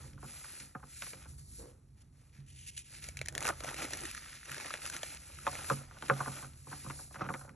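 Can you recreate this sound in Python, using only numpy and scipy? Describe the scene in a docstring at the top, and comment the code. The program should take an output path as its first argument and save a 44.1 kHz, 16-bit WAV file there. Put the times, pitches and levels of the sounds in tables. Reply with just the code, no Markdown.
"""Powdery hiss, crunches and sharp snaps: two hands crush balls of dry floral foam close to a phone in a quiet room.
Shaped random grains make the hiss and crunch; noise bursts, coloured by brief tones, make the snaps.
Lumps and clumps drop on the flat tray below: noise taps and short blows over decaying sine modes.
Crumbs patter and the hands rumble low behind. Two microphone ports hear it out of step, with a faint room tail."""
import sys
import numpy as np
from scipy import signal
from scipy.fft import rfft, irfft, next_fast_len
from scipy.io import wavfile
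from scipy.ndimage import uniform_filter1d

SR = 44100
rng = np.random.default_rng(int(sys.argv[2]) if len(sys.argv) > 2 else 0)


def generate_wav(signal):
    """Clip the signal to [-1, 1] and save it as 16-bit WAV at the path in sys.argv[1]."""
    frames = np.transpose(np.atleast_2d(signal))
    scaled = np.clip(frames, -1, 1) * 32767
    pcm = np.round(scaled).astype(np.int16)
    wavfile.write(sys.argv[1], SR, pcm)


N = 332955
TIME = np.arange(N) / SR  # s

# Levels are ahead of the trims in the functions; a peak is the rms of the loudest 3 ms.
# Colours give relative gain; t60 is the time to fall by 60 dB; tilt is treble gain per octave.

# squeezes, brushes and rummaging of the fingers in the foam:
# (t/s, attack/s (at least 0.001), hold/s, powder hiss level/dB, coarse crunch level/dB, buried grinding level/dB)
STROKES = [(0.0, 0.00069, 0.07, -63.5, -64.5, -61), (0.166, 0.13, 0.33, -56.5, -58.5, -61.5),
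           (0.714, 0.08, 0.059, -73.5, -79, -74), (0.816, 0.21, 0.07, -53.5, -57, -79),
           (1.136, 0.046, 0.046, -66, -63.5, -60), (1.264, 0.026, 0.0091, -61, -76, -77),
           (1.374, 0.0077, 0.013, -62, -74, -96), (1.406, 0.17, 0.02, -57.5, -71.5, -92),
           (1.951, 0.03, .005, -79, -74.5, -73), (2.108, 0.075, 0.097, -77.5, -76.5, -77),
           (2.311, 0.042, 0.014, -74.5, -66, -76), (2.84, 0.1, 0.032, -59, -57, -67),
           (3.011, 0.022, 0.015, -55.5, -54.5, -59), (3.13, 0.051, 0.072, -77, -66.5, -62),
           (3.3, 0.035, .025, -82, -81, -64), (3.514, 0.063, 0.026, -60, -59.5, -57),
           (3.61, 0.067, 0.014, -52, -49, -43), (3.735, 0.057, 0.045, -51, -46.5, -44),
           (3.876, 0.038, 0.16, -55, -51, -53.5), (4.008, 0.063, 0.11, -58.5, -53.5, -70),
           (4.173, 0.059, 0.13, -60.5, -55, -64.5), (4.365, 0.07, 0.08, -64.5, -58, -85),
           (4.441, 0.071, 0.24, -57, -51, -49.5), (4.774, 0.081, 0.021, -51, -49.5, -51.5),
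           (4.904, 0.038, 0.012, -53, -49.5, -48), (4.995, 0.039, 0.097, -55.5, -52.5, -57.5),
           (5.156, 0.069, 0.56, -61.5, -60.5, -64), (5.375, 0.16, 0.068, -53.5, -51, -47.5),
           (5.606, 0.082, 0.042, -50, -52.5, -52), (5.843, 0.12, 0.11, -67.5, -63, -66),
           (5.992, 0.057, 0.19, -59, -57, -49.5), (6.101, 0.11, 0.21, -54.5, -56, -52.5),
           (6.51, 0.071, 0.062, -66, -71.5, -88), (6.64, 0.07, 0.21, -57, -59, -62.5),
           (6.91, 0.087, 0.018, -54.5, -65, -61), (7.087, 0.041, 0.021, -62, -67, -61.5),
           (7.172, 0.026, 0.015, -71, -56, -45.5), (7.222, 0.11, 0.07, -59.5, -90, -76)]
RELEASE_T60_S = 0.41  # the crumbling dies away as the fingers ease
# loose crumbs between strokes: (hiss level/dB, crunch level/dB, grinding level/dB)
IDLE_DB = (-84.5, -87, -88)
# the fresh ball gives way ever faster, then is flat: time of the peak, swell before it, decay after it
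CAVE_S, CAVE_SWELL_DB_PER_S, CAVE_T60_S = 3.485, 168, 0.16
# the cave-in at its peak: (hiss level/dB, crunch level/dB, grinding level/dB)
CAVE_DB = (-45, -46, -32.5)
# colour of thin cells breaking: (f/Hz, gain/dB)
POWDER = [(300, -90), (1200, -23), (2500, -18), (4200, 6), (6400, 6.5), (8000, 13.5), (10500, 15),
          (11300, 10), (12300, -10.5), (13500, -39)]
# colour of thicker walls breaking: (f/Hz, gain/dB)
CRUNCH = [(150, 2.5), (350, -4), (700, -15.5), (1000, -11.5), (1400, -1), (1800, 2), (2500, 4), (3300, -2),
          (6000, -1.5), (12000, -44)]
# colour of the crust: (f/Hz, gain/dB)
CRUST = [(150, -32.5), (600, -5.5), (1000, -20), (1700, -1.5), (2500, -1), (3500, -0.5), (5000, -1.5),
         (6500, 3), (10500, 2), (13000, -25.5)]
# colour of thick walls, muffled by the fingers: (f/Hz, gain/dB)
WALL = [(150, -22.5), (550, -21), (1080, -14.5), (1330, 2.5), (1550, -3), (1800, 0.5), (2100, -3),
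        (2500, -3), (3300, -15), (6500, -12), (10500, -9), (13000, -44)]

# loudest snaps of the crust: (t/s, peak level/dB, tilt/(dB/octave), brief tone mixed into the snap f/Hz)
SNAPS = [(1.0213, -36.5, -6, 2360), (1.0682, -42, -10, 2500), (1.1338, -40, -8.5, 2400),
         (2.777, -33.5, 0.5, 2900), (3.041, -37.5, 2, 2170), (3.087, -33, 0.5, 2260),
         (3.1706, -31.5, 0, 2280), (3.1905, -35, -3.5, 2640), (3.2139, -26.5, -6.5, 2320),
         (3.228, -48, -10, 2000), (3.2544, -48, 6, 1900), (3.2591, -34, -2, 1870), (3.273, -42, -7, 2320),
         (3.2845, -26, -1, 1800), (3.3244, -45, 8, 1540), (3.351, -27.5, -4.5, 1830),
         (3.3786, -24, -3, 1770), (3.406, -31, 3, 2050), (3.412, -43, -5, 2000), (3.42, -42, 1, 2020),
         (3.426, -28.5, 2, 2530), (3.434, -36, -6, 2400), (3.4774, -24.5, 1, 1310),
         (3.4887, -25.5, -1, 1290), (3.605, -34.5, -3.5, 1340), (3.637, -34, 6, 1360),
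         (3.644, -36, 7, 1830), (3.743, -32.5, -4, 1830), (3.934, -27, -1, 1790), (4.053, -32, 5, 1830),
         (4.5806, -35.5, -8, 1270), (4.71, -35, -7, 1750), (4.7388, -27, -10, 1810), (4.8625, -31, 4, 1260),
         (4.899, -29.5, 3, 1550), (4.965, -29.5, -0.5, 1800), (5.0313, -29, -4.5, 1790),
         (5.4671, -26, -10.5, 2500), (5.477, -31.5, -10.5, 2500), (5.553, -33, -6, 2270),
         (5.6989, -28, -8, 1390), (6.0233, -35.5, -8.5, 3150), (6.083, -39, -6, 2400),
         (6.0985, -28, -19, 1950)]
TONE_DB = -6  # brief tone against the crack
# thick walls giving way inside the fist: (t/s, peak level/dB, tilt/(dB/octave))
CRUNCHES = [(3.445, -36, 5), (3.452, -30, -5), (3.461, -31.5, 4), (3.468, -27, 0), (3.479, -31, -6),
            (3.488, -31.5, -12), (3.646, -40.5, 0), (3.688, -36.5, 1), (3.707, -40, 5), (3.728, -47, 8),
            (3.765, -42, 3), (3.82, -33.5, -1.5), (3.843, -39, 5), (3.851, -39, 0), (3.906, -41, 6),
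            (3.971, -40, 15), (4.006, -39, 14), (4.035, -39, 4), (4.112, -38, 6), (4.148, -37.5, 4.5),
            (4.176, -39, 1.5), (4.329, -48, -1), (4.411, -52, -2), (4.43, -48, -1), (4.455, -47.5, 1),
            (4.486, -48, -8), (4.494, -40, -4), (4.516, -35, -0.5), (4.525, -40, -1), (4.544, -37, 1.5),
            (4.566, -39, -6), (4.6, -38.5, -6), (4.609, -40, 0), (4.645, -43, -10), (4.659, -37.5, 2),
            (4.682, -42, -1), (4.705, -33, -5), (4.752, -44, -10), (4.772, -44, 0), (4.818, -41, 1),
            (4.854, -36.5, 0), (4.875, -39.5, 2), (4.943, -44, 3), (5.106, -57, 4), (5.147, -40.5, 9),
            (5.386, -44, -3.5), (5.644, -39, 0)]
# broken halves knocking together inside the fist: (t/s, peak level/dB, f/Hz)
KNOCKS = [(3.088, -41, 587), (3.286, -41, 560), (3.362, -43, 650), (3.383, -45, 596), (3.454, -30, 600),
          (3.608, -39, 566), (3.645, -30, 645), (3.656, -36, 620), (3.744, -37, 590), (3.847, -35.5, 533),
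          (3.909, -38, 680), (4.7415, -43, 600), (4.965, -43, 550), (5.033, -31, 610)]
# packed core creaking in the fist: (t/s, attack/s, hold/s, level/dB)
CREAKS = [(3.304, 0.039, 0.04, -51.5), (3.653, 0.027, 0.041, -68), (3.805, 0.035, 0.027, -48.5),
          (3.919, 0.013, 0.015, -46.5), (3.996, 0.023, 0.041, -52)]
# colour of the packed core: (f/Hz, gain/dB)
CORE = [(80, -21), (200, -2), (330, 9.5), (550, -0.5), (800, -3.5), (2000, -39), (8000, -73)]
# fingers brushing the foam and picking up a ball: (t/s, length/s, level/dB)
SCRAPES = [(1.658, 0.068, -66.5), (1.997, 0.031, -67), (2.462, 0.07, -61), (2.522, 0.18, -56),
           (2.662, 0.043, -47.5), (2.683, 0.15, -57.5), (2.764, 0.036, -45.5), (2.793, 0.028, -61),
           (2.816, 0.077, -59)]
# colour of skin on crust: (f/Hz, gain/dB)
RASP = [(600, -43), (1500, -12.5), (2200, 0), (2800, 3.5), (3800, -4), (5000, -2), (8000, 2.5),
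        (10500, 6.5), (13000, -35)]

# lumps landing on the tray: (t/s, peak level/dB, low ring peak level/dB, hardness as tilt/(dB/octave))
LUMPS = [(0.039, -58, -54.5, -9), (0.134, -53, -52, 19.5), (0.178, -51, -64, 6), (0.228, -40, -48.5, -12),
         (0.243, -44, -52, -4), (0.444, -43.5, -74, 15), (0.6, -41.5, -54, 23.5), (0.75, -33.5, -56.5, -3),
         (0.797, -54, -76, 6), (0.828, -45, -55, -2), (1.022, -32.5, -76, 17.5), (1.066, -40.5, -77, 15),
         (1.133, -41.5, -52, 11.5), (1.256, -49.5, -54.5, 1), (3.492, -35, -62, -5),
         (5.718, -30.5, -53, -10), (5.911, -46, -58, 5), (5.969, -46.5, -64, -3), (6.024, -32.5, -54, -2.5),
         (6.204, -26, -49, -7), (6.26, -32.5, -71, -1), (6.268, -40, -49, -2), (6.275, -29, -46, -9),
         (6.306, -47, -66, -6), (6.366, -43.5, -57, 18), (6.426, -39.5, -52, 0), (6.445, -41, -55, 6),
         (6.67, -42.5, -49, -27), (6.714, -42.5, -56, -4), (6.727, -35, -49, 2.5), (6.846, -45, -46, 1),
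         (6.863, -36.5, -45, -3), (6.899, -32, -67, 6), (6.99, -43, -62, -1), (7.109, -47.5, -69, -3),
         (7.144, -41.5, -64, 14.5), (7.157, -37, -53, 8), (7.209, -26.5, -43, -5), (7.222, -36, -56, 9),
         (7.231, -39, -58, 0), (7.241, -38, -43, -8), (7.256, -37, -48, 8), (7.289, -28, -39.5, 4.5),
         (7.302, -28, -46, -8), (7.34, -31, -68, 8), (7.411, -43.5, -74, 4.5), (7.478, -47.5, -54.5, -7),
         (7.494, -45.5, -51, 12.5)]
REBOUND_S, REBOUND_DB = 0.0081, -7  # typical wait until broken pieces land again; start of it against the first
LUMP_BODY_DB = 2.5  # lift of the low mids in every tap
# heavy clumps landing and collapsing on the tray: (t/s, peak level/dB, contact f/Hz,
# delay of second blow/s, its peak level/dB, slump peak level/dB, low ring peak level/dB)
CLUMPS = [(5.468, -25, 1154, 0.0046, -23, -42, -49), (5.7012, -20.5, 1300, 0.005, -28.5, -29, -35),
          (6.0988, -15, 1500, 0.0075, -24, -23.5, -32)]
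SECOND_PITCH = 0.89  # the broken clump lands softer: pitch against the first contact
SLUMP_S, SLUMP_HZ = 0.01, 520  # then its mass settles with a dull thud, this long after the first contact
SETTLE_DB, SETTLE_T60_S = -5.5, 0.053  # its crumbs run out: against the tabled slump level; decay
# hands and heavy clumps nudging the tray: (t/s, peak level/dB)
NUDGES = [(0.116, -54), (0.271, -51), (1.31, -47.5), (2.379, -47), (4.007, -55), (4.504, -50.5)]
# colour of a tap on the tray: (f/Hz, gain/dB)
TAP = [(30, -57), (100, 5), (300, -1), (430, -6), (550, -8), (800, -5), (1100, 2.5), (1500, 2.5),
       (1900, -9), (2600, -16), (3400, -31), (8000, -49), (13000, -77)]
# low modes of the tray, before tilt and scatter: (f/Hz, level/dB, t60/s)
TRAY = [(137.5, 4.5, 0.33), (195.5, -5, 0.22), (239.6, -8.5, 0.3), (288.8, -12, 0.34), (349.2, -16.5, 0.32),
        (438, -13.5, 0.18), (529.7, -10.5, 0.17)]
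# quick upper modes of its floor, before tilt and scatter: (f/Hz, level/dB, t60/s)
PANEL = [(413, -4.5, 0.09), (551.5, 5, 0.087), (745, 3.5, 0.11), (883, 8.5, 0.05), (1042, 8, 0.057),
         (1167, 7, 0.057), (1245, 1, 0.093), (1398, 3.5, 0.049), (1552, -2.5, 0.057), (1900, -11, 0.021)]

# crumbs that trail each lump and clump: level against its tabled peak, before the patter's trim
SHOWER_DB, SHOWER_ATTACK_S, SHOWER_T60_S = -28.5, 0.016, 0.48
# colour of pattering crumbs: (f/Hz, gain/dB)
PATTER = [(30, -35), (100, -21), (200, -5), (340, 3.5), (430, -4), (540, 5), (700, 0.5), (850, 2.5),
          (1020, -3), (1350, 3.5), (1900, -8.5), (3500, -22.5), (9000, -52)]
# a hand pressing on the heap: (t/s, attack/s, hold/s, level/dB)
PRESSES = [(1.578, 0.022, 0.052, -55)]
# colour of the shifting heap: (f/Hz, gain/dB)
HEAP = [(40, -8), (150, -3), (300, -1.5), (400, 0.5), (500, 4), (620, -7.5), (900, -12), (1300, -13),
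        (3000, -28), (6000, -54)]
# low rumble of the hands over time: (t/s, level/dB)
HANDLING = [(0.0, -46), (0.45, -59), (1.05, -56), (1.42, -50), (1.8, -55), (2.05, -56), (2.4, -53),
            (2.92, -56), (3.2, -47), (4.2, -54), (4.4, -61), (4.8, -56), (5.4, -52.5), (5.74, -51),
            (5.95, -54.5), (6.12, -57), (6.6, -52), (6.89, -52.5), (7.55, -55)]
# colour of that rumble: (f/Hz, gain/dB)
RUMBLE = [(22, -35.5), (36, -4), (64, 2.5), (82, 1.5), (100, -3), (118, -4.5), (138, 2), (165, -11.5),
          (250, -16), (500, -31), (1200, -38.5), (8000, -67)]
# phase by which the left microphone port leads the right: (f/Hz, phase/rad)
PORTS = [(0, 0), (150, 0.08), (300, 0.4), (600, 1.15), (780, 0.9), (1000, 0.35), (1380, -0.1), (2240, 0.1),
         (2930, 1.0), (3700, 0.4), (4570, 1.8), (5340, 5.4), (5680, 6.2), (6200, 6.3), (8350, 9.2),
         (9560, 9.6), (11800, 12.2), (12500, 12.7)]
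TOP_HZ = 13200  # upper edge of the phone's band


def crumbling(hiss_gain, crunch_gain):
    """Thin cells break as dense hiss, thick walls as sparser crunch and dull clots, crust flakes as crackles."""
    powder = unit(colour(grains(rate=20000, spread_db=2.0, surge_db=1.5, surge_rate=670), POWDER))
    crunch = unit(colour(grains(rate=3200, spread_db=2.5, surge_db=2.5, surge_rate=170), CRUNCH))
    flakes = grains(rate=170, spread_db=2, surge_db=2.5, surge_rate=25)
    # each flake tears for a few milliseconds
    tearing = signal.oaconvolve(np.abs(flakes), fade(TIME[:300], t60=0.004))[:N]
    crackle = undb(-4) * unit(colour(tearing * rng.standard_normal(N), CRUST))
    clots = undb(-5) * unit(colour(grains(rate=260, spread_db=1.5, surge_db=3, surge_rate=40), WALL))
    coarse = crunch + crackle + clots
    return undb(6.0) * powder * hiss_gain + undb(-0.85) * coarse * crunch_gain


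def effort():
    """Gains of hiss, crunch and grinding over time: idle crumbs, finger strokes and cave-in add in power."""
    power = undb(IDLE_DB)[:, None] ** 2 + np.outer(undb(CAVE_DB), cave_in()) ** 2
    for s, attack, hold, hiss_db, crunch_db, grind_db in STROKES:
        push = stroke(s, attack, hold, RELEASE_T60_S)
        power += np.outer(undb([hiss_db, crunch_db, grind_db]) ** 2, push ** 2)
    return np.sqrt(power)


def cave_in():
    """Each broken wall overloads the next, so the collapse swells steadily in dB and ends abruptly."""
    since = TIME - CAVE_S
    swell = undb(CAVE_SWELL_DB_PER_S * np.minimum(since, 0))
    return swell * fade(np.maximum(since, 0), CAVE_T60_S)


def snaps():
    """A crack runs through the crust in a few milliseconds and sheds a little grit; a brief tone colours each snap."""
    out, t = np.zeros(N), TIME[:2048]
    onset = (1 - np.exp(-t / 0.00052)) ** 2
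    shape = onset * (fade(t, t60=0.0048) + undb(-26) * fade(t, t60=0.06))  # crack, then grit
    for s, db, treble_db, hz in SNAPS:
        crack = colour(rng.standard_normal(len(t)) * shape, CRUST, treble_db)
        tone = shape * np.sin(2 * np.pi * hz * t)
        add(out, s, to_peak(unit(crack) + undb(TONE_DB) * unit(tone), db - 4.0))
    return out


def crunches():
    """Thick walls buckle with short, dull cracks; all share nearly the same hollow colour, slightly varied at random."""
    out, t = np.zeros(N), TIME[:2048]
    onset = (1 - np.exp(-t / 0.0008)) ** 2
    shape = onset * (fade(t, t60=0.008) + undb(-30) * fade(t, t60=0.05))
    for s, db, treble_db in CRUNCHES:
        shift = 2 ** (.04 * rng.standard_normal())
        hollow = [(hz * shift, gain_db) for hz, gain_db in WALL]
        crack = colour(rng.standard_normal(len(t)) * shape, hollow, treble_db)
        add(out, s, to_peak(crack, db - 2))
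    return out


def knocks():
    """Broken halves meet in a dull knock, damped at once by the palm."""
    out, t = np.zeros(N), TIME[:1500]
    for s, db, hz in KNOCKS:
        add(out, s, to_peak(contact(hz, t), db - 7.5))
    return out


def creaks():
    """Under a hard squeeze the packed core slips in low, uneven jerks."""
    slips = unit(colour(grains(rate=450, spread_db=-3.5, surge_db=2.0, surge_rate=76), CORE))
    return slips * sum(undb(db) * stroke(s, attack, hold, t60=0.071) for s, attack, hold, db in CREAKS)


def scrapes():
    """Skin drags over the rough crust: a short, bright rasp."""
    gain = np.zeros(N)
    rasp = unit(colour(grains(rate=12000, spread_db=1.5, surge_db=2.5, surge_rate=200), RASP))
    for s, length, db in SCRAPES:
        across = 2 * (TIME - s) / length - 1  # -1 to 1 over the stroke
        gain += undb(db) * np.sqrt(np.maximum(1 - across ** 2, 0))
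    return rasp * gain


def lumps():
    """Each lump taps the tray, breaks up and scatters, and the tray rings low."""
    out, t, long_t = np.zeros(N), TIME[:6000], TIME[:16000]
    # every lump has some body, a hard one more treble
    body = [(200, 0), (450, LUMP_BODY_DB), (800, LUMP_BODY_DB), (1300, 0)]
    for s, db, ring_db, bright_db in LUMPS:
        again = t - REBOUND_S * rng.uniform(.6, 1.4)
        rebound = undb(REBOUND_DB) * (again > 0) * fade(np.abs(again), t60=0.02)
        landing = fade(t, t60=0.015) + rebound
        scatter = undb(-9) * fade(t, t60=0.065) + undb(-31) * fade(t, t60=0.19)
        pieces = rng.standard_normal(len(t)) * undb(4 * walk(rate=400)[:len(t)])
        tap = unit(colour(pieces * (landing + scatter), TAP))
        panel = modes(PANEL, t, tilt_db=4, vary_db=4.5, vary_pitch=0.018) * (1 - np.exp(-t / 0.0011))
        tap += undb(-3.5) * unit(panel)
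        tap = bend(colour(tap, body, bright_db), lag=0.003454)
        add(out, s - .001, to_peak(tap, db - 5.5))
        add(out, s, to_peak(tray_ring(long_t, tilt_db=2.5), ring_db))
    return out


def clumps():
    """A clump hits, breaks, hits again and slumps; each softer blow rings lower modes of the tray."""
    out, t, long_t = np.zeros(N), TIME[:8000], TIME[:16000]
    for s, db, hz, delay, second_db, slump_db, ring_db in CLUMPS:
        blows = [(0, db, hz), (delay, second_db, hz * SECOND_PITCH), (SLUMP_S, slump_db, SLUMP_HZ)]
        for after, blow_db, blow_hz in blows:
            push = contact(blow_hz, t)
            panel = modes(PANEL, t, tilt_db=-8.5, vary_db=2.5, vary_pitch=0.012)
            ring = signal.fftconvolve(push, panel)[:len(t)]
            add(out, s + after, to_peak(unit(push) + undb(1.5) * unit(ring), blow_db - 2.5))
        crumbs = colour(rng.standard_normal(len(t)) * fade(t, SETTLE_T60_S), TAP)
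        add(out, s + delay, to_peak(crumbs, slump_db + SETTLE_DB))
        add(out, s, to_peak(tray_ring(long_t, tilt_db=1.0), ring_db))
    return out


def nudges():
    """A soft nudge stirs chiefly the lowest modes of the tray."""
    out, t = np.zeros(N), TIME[:16000]
    for s, db in NUDGES:
        ring = tray_ring(t, tilt_db=-11.5) * fade(t, t60=0.56)  # damped beyond the tabled t60
        add(out, s, to_peak(ring, db))
    return out


def patter(grind_gain):
    """Crumbs grind in the fist and shower down after each lump and clump, as sparse grains."""
    crumbs = unit(colour(grains(rate=2200, spread_db=2.0, surge_db=4.0, surge_rate=110), PATTER))
    showers = np.zeros(N)
    trail = stroke(0, SHOWER_ATTACK_S, 0, SHOWER_T60_S)[:SR]
    for s, db, *_ in LUMPS + CLUMPS:
        add(showers, s, undb(db + SHOWER_DB) * trail)
    return undb(-3.5) * crumbs * np.hypot(grind_gain, showers)


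def heap():
    """Crumbs shift dully in the heap under a pressing hand."""
    crumbs = unit(colour(grains(rate=3300, spread_db=-2.5, surge_db=-0.5, surge_rate=43), HEAP))
    return crumbs * sum(undb(db) * stroke(s, attack, hold, RELEASE_T60_S) for s, attack, hold, db in PRESSES)


def handling():
    """Dull rumble, low-coloured noise, as the hands work above the table."""
    return undb(-3.0) * unit(colour(rng.standard_normal(N), RUMBLE)) * curve(HANDLING)


def ports(x):
    """The sound reaches the two microphone ports out of step: half the phase each way."""
    size = next_fast_len(N + 2048)
    lead = np.interp(np.fft.rfftfreq(size, 1 / SR), *np.transpose(PORTS))
    return irfft(rfft(x, size) * np.exp(.5j * np.array([lead, -lead])), size)[:, :N]


def room(x):
    """Reflections off the moving hands come and go; the room adds a faint tail."""
    x = signal.sosfilt(signal.butter(1, [200, 6000], "band", fs=SR, output="sos"), x)
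    # a hand is too small to reflect the bass
    small = signal.sosfilt(signal.butter(2, 300, "high", fs=SR, output="sos"), x)
    hands = undb(-15) * sum(echo(small, t60=.009) * walk(rate=14) for _ in range(3))
    return hands + undb(-26) * echo(x, t60=0.94)


def echo(x, t60):
    """A burst of reflections with about the energy of the source, different at each port."""
    t = TIME[:int(t60 * SR)]
    burst = rng.standard_normal((2, len(t))) * fade(t, t60)
    return signal.oaconvolve(x[None], unit(burst) / np.sqrt(len(t)), axes=1)[:, :N]


def tray_ring(t, tilt_db):
    """The low modes swell as the wave fills the tray, then ring on."""
    return modes(TRAY, t, tilt_db, vary_db=3.5, vary_pitch=0.013) * (1 - np.exp(-t / 0.0095)) ** 2


def modes(table, t, tilt_db, vary_db, vary_pitch):
    """Ringing modes; random phase and strength stand for the spot that is hit, random detuning for its load."""
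    hz, db, t60 = np.transpose(table)[:, :, None]
    phase, strength, detune = rng.uniform(-1.195, 1, (3, len(table), 1))
    size = undb(db + vary_db * strength + tilt_db * np.log2(hz / hz[0]))
    tone = np.sin(2 * np.pi * hz * (1 + vary_pitch * detune) * t + np.pi * phase)
    return (size * fade(t, t60) * tone).sum(0)


def contact(hz, t):
    """A short, rounded blow of about one and a half cycles; softer means lower."""
    cycles = hz * t
    return cycles * np.exp(-cycles / 0.62) * np.sin(2 * np.pi * cycles)


def bend(x, lag):
    """Bending waves in a sheet: the lows travel slower; the delay is half of lag at 1 kHz, nil at 4 kHz."""
    khz = np.fft.rfftfreq(2 * len(x), 1 / SR) / 1000
    cycles = lag * 1000 * (2 * np.sqrt(khz) - khz / 2)
    return irfft(rfft(x, 2 * len(x)) * np.exp(-2j * np.pi * cycles))[:len(x)]


def grains(rate, spread_db, surge_db, surge_rate):
    """Random tiny fractures in surges; a positive spread makes a few far bigger, a negative one far smaller."""
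    size = undb(spread_db * np.minimum(rng.exponential(size=N), 5))
    clicks = (rng.random(N) < rate / SR) * size * rng.choice([-1, 1], N)
    return clicks * undb(surge_db * walk(surge_rate))


def stroke(s, attack, hold, t60):
    """A push that builds up, holds and dies away."""
    t = TIME - s
    return np.clip(t / max(attack, .001), 0, 1) ** 1.13 * fade(np.maximum(t - attack - hold, 0), t60)


def walk(rate):
    """Smooth random wander with a spread near 1, rate turns per second."""
    hold = int(SR / rate)
    steps = rng.standard_normal(N // hold + 1)
    return uniform_filter1d(np.repeat(steps, hold), hold)[:N]


def colour(x, points, tilt_db=0):
    """Causal (minimum-phase) filter through (f/Hz, gain/dB) points, tilted per octave about 1.5 kHz."""
    size = 8192
    octave = np.log2(np.maximum(np.fft.rfftfreq(size, 1 / SR), 1))
    hz, db = np.transpose(points)
    tilt = tilt_db * np.clip(octave - np.log2(1500), -.5, 2)
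    gain = undb(np.interp(octave, np.log2(hz), db) + tilt)
    # folding the cepstrum forward in time gives the causal phase
    cepstrum = irfft(np.log(gain))
    cepstrum[1:size // 2] *= 2
    cepstrum[size // 2 + 1:] = 0
    return signal.oaconvolve(x, irfft(np.exp(rfft(cepstrum))))[:len(x)]


def fade(t, t60):
    """Exponential decay by 60 dB in t60."""
    return np.exp(-np.log(1000) * t / t60)


def undb(db):
    """Decibels to gain."""
    return 10 ** (np.asarray(db) / 20)


def unit(x):
    """Scale to rms 1."""
    return x / np.sqrt(np.mean(x ** 2))


def curve(table):
    """Gain over time from (t/s, level/dB) points."""
    return undb(np.interp(TIME, *np.transpose(table)))


def to_peak(x, db):
    """Scale so that the loudest 3 ms have this rms level."""
    return x * undb(db) / np.sqrt(uniform_filter1d(x ** 2, size=132).max())


def add(out, s, x):
    """Mix a sound in at a time."""
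    start = max(int(s * SR), 0)
    out[start:start + len(x)] += x[:N - start]


def scene():
    """Foam and tray in front of the two ports, with the room around them."""
    hiss_gain, crunch_gain, grind_gain = effort()
    foam = crumbling(hiss_gain, crunch_gain) + snaps() + crunches() + knocks() + creaks() + scrapes()
    tray = lumps() + clumps() + nudges()
    close = foam + tray + patter(grind_gain) + heap()
    return ports(close + handling()) + room(close)


def record(dry):
    """The right port hears a little more of the low notes, the left less; the phone cuts both ends."""
    bass = signal.sosfilt(signal.butter(1, [110, 480], "band", fs=SR, output="sos"), dry)
    sound = dry + 0.23 * np.array([[-1], [1]]) * bass
    sound = signal.sosfilt(signal.butter(3, 32, "high", fs=SR, output="sos"), sound)
    return signal.sosfilt(signal.ellip(8, .2, 70, TOP_HZ, fs=SR, output="sos"), sound)


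dry = scene()
out = record(dry)
generate_wav(out)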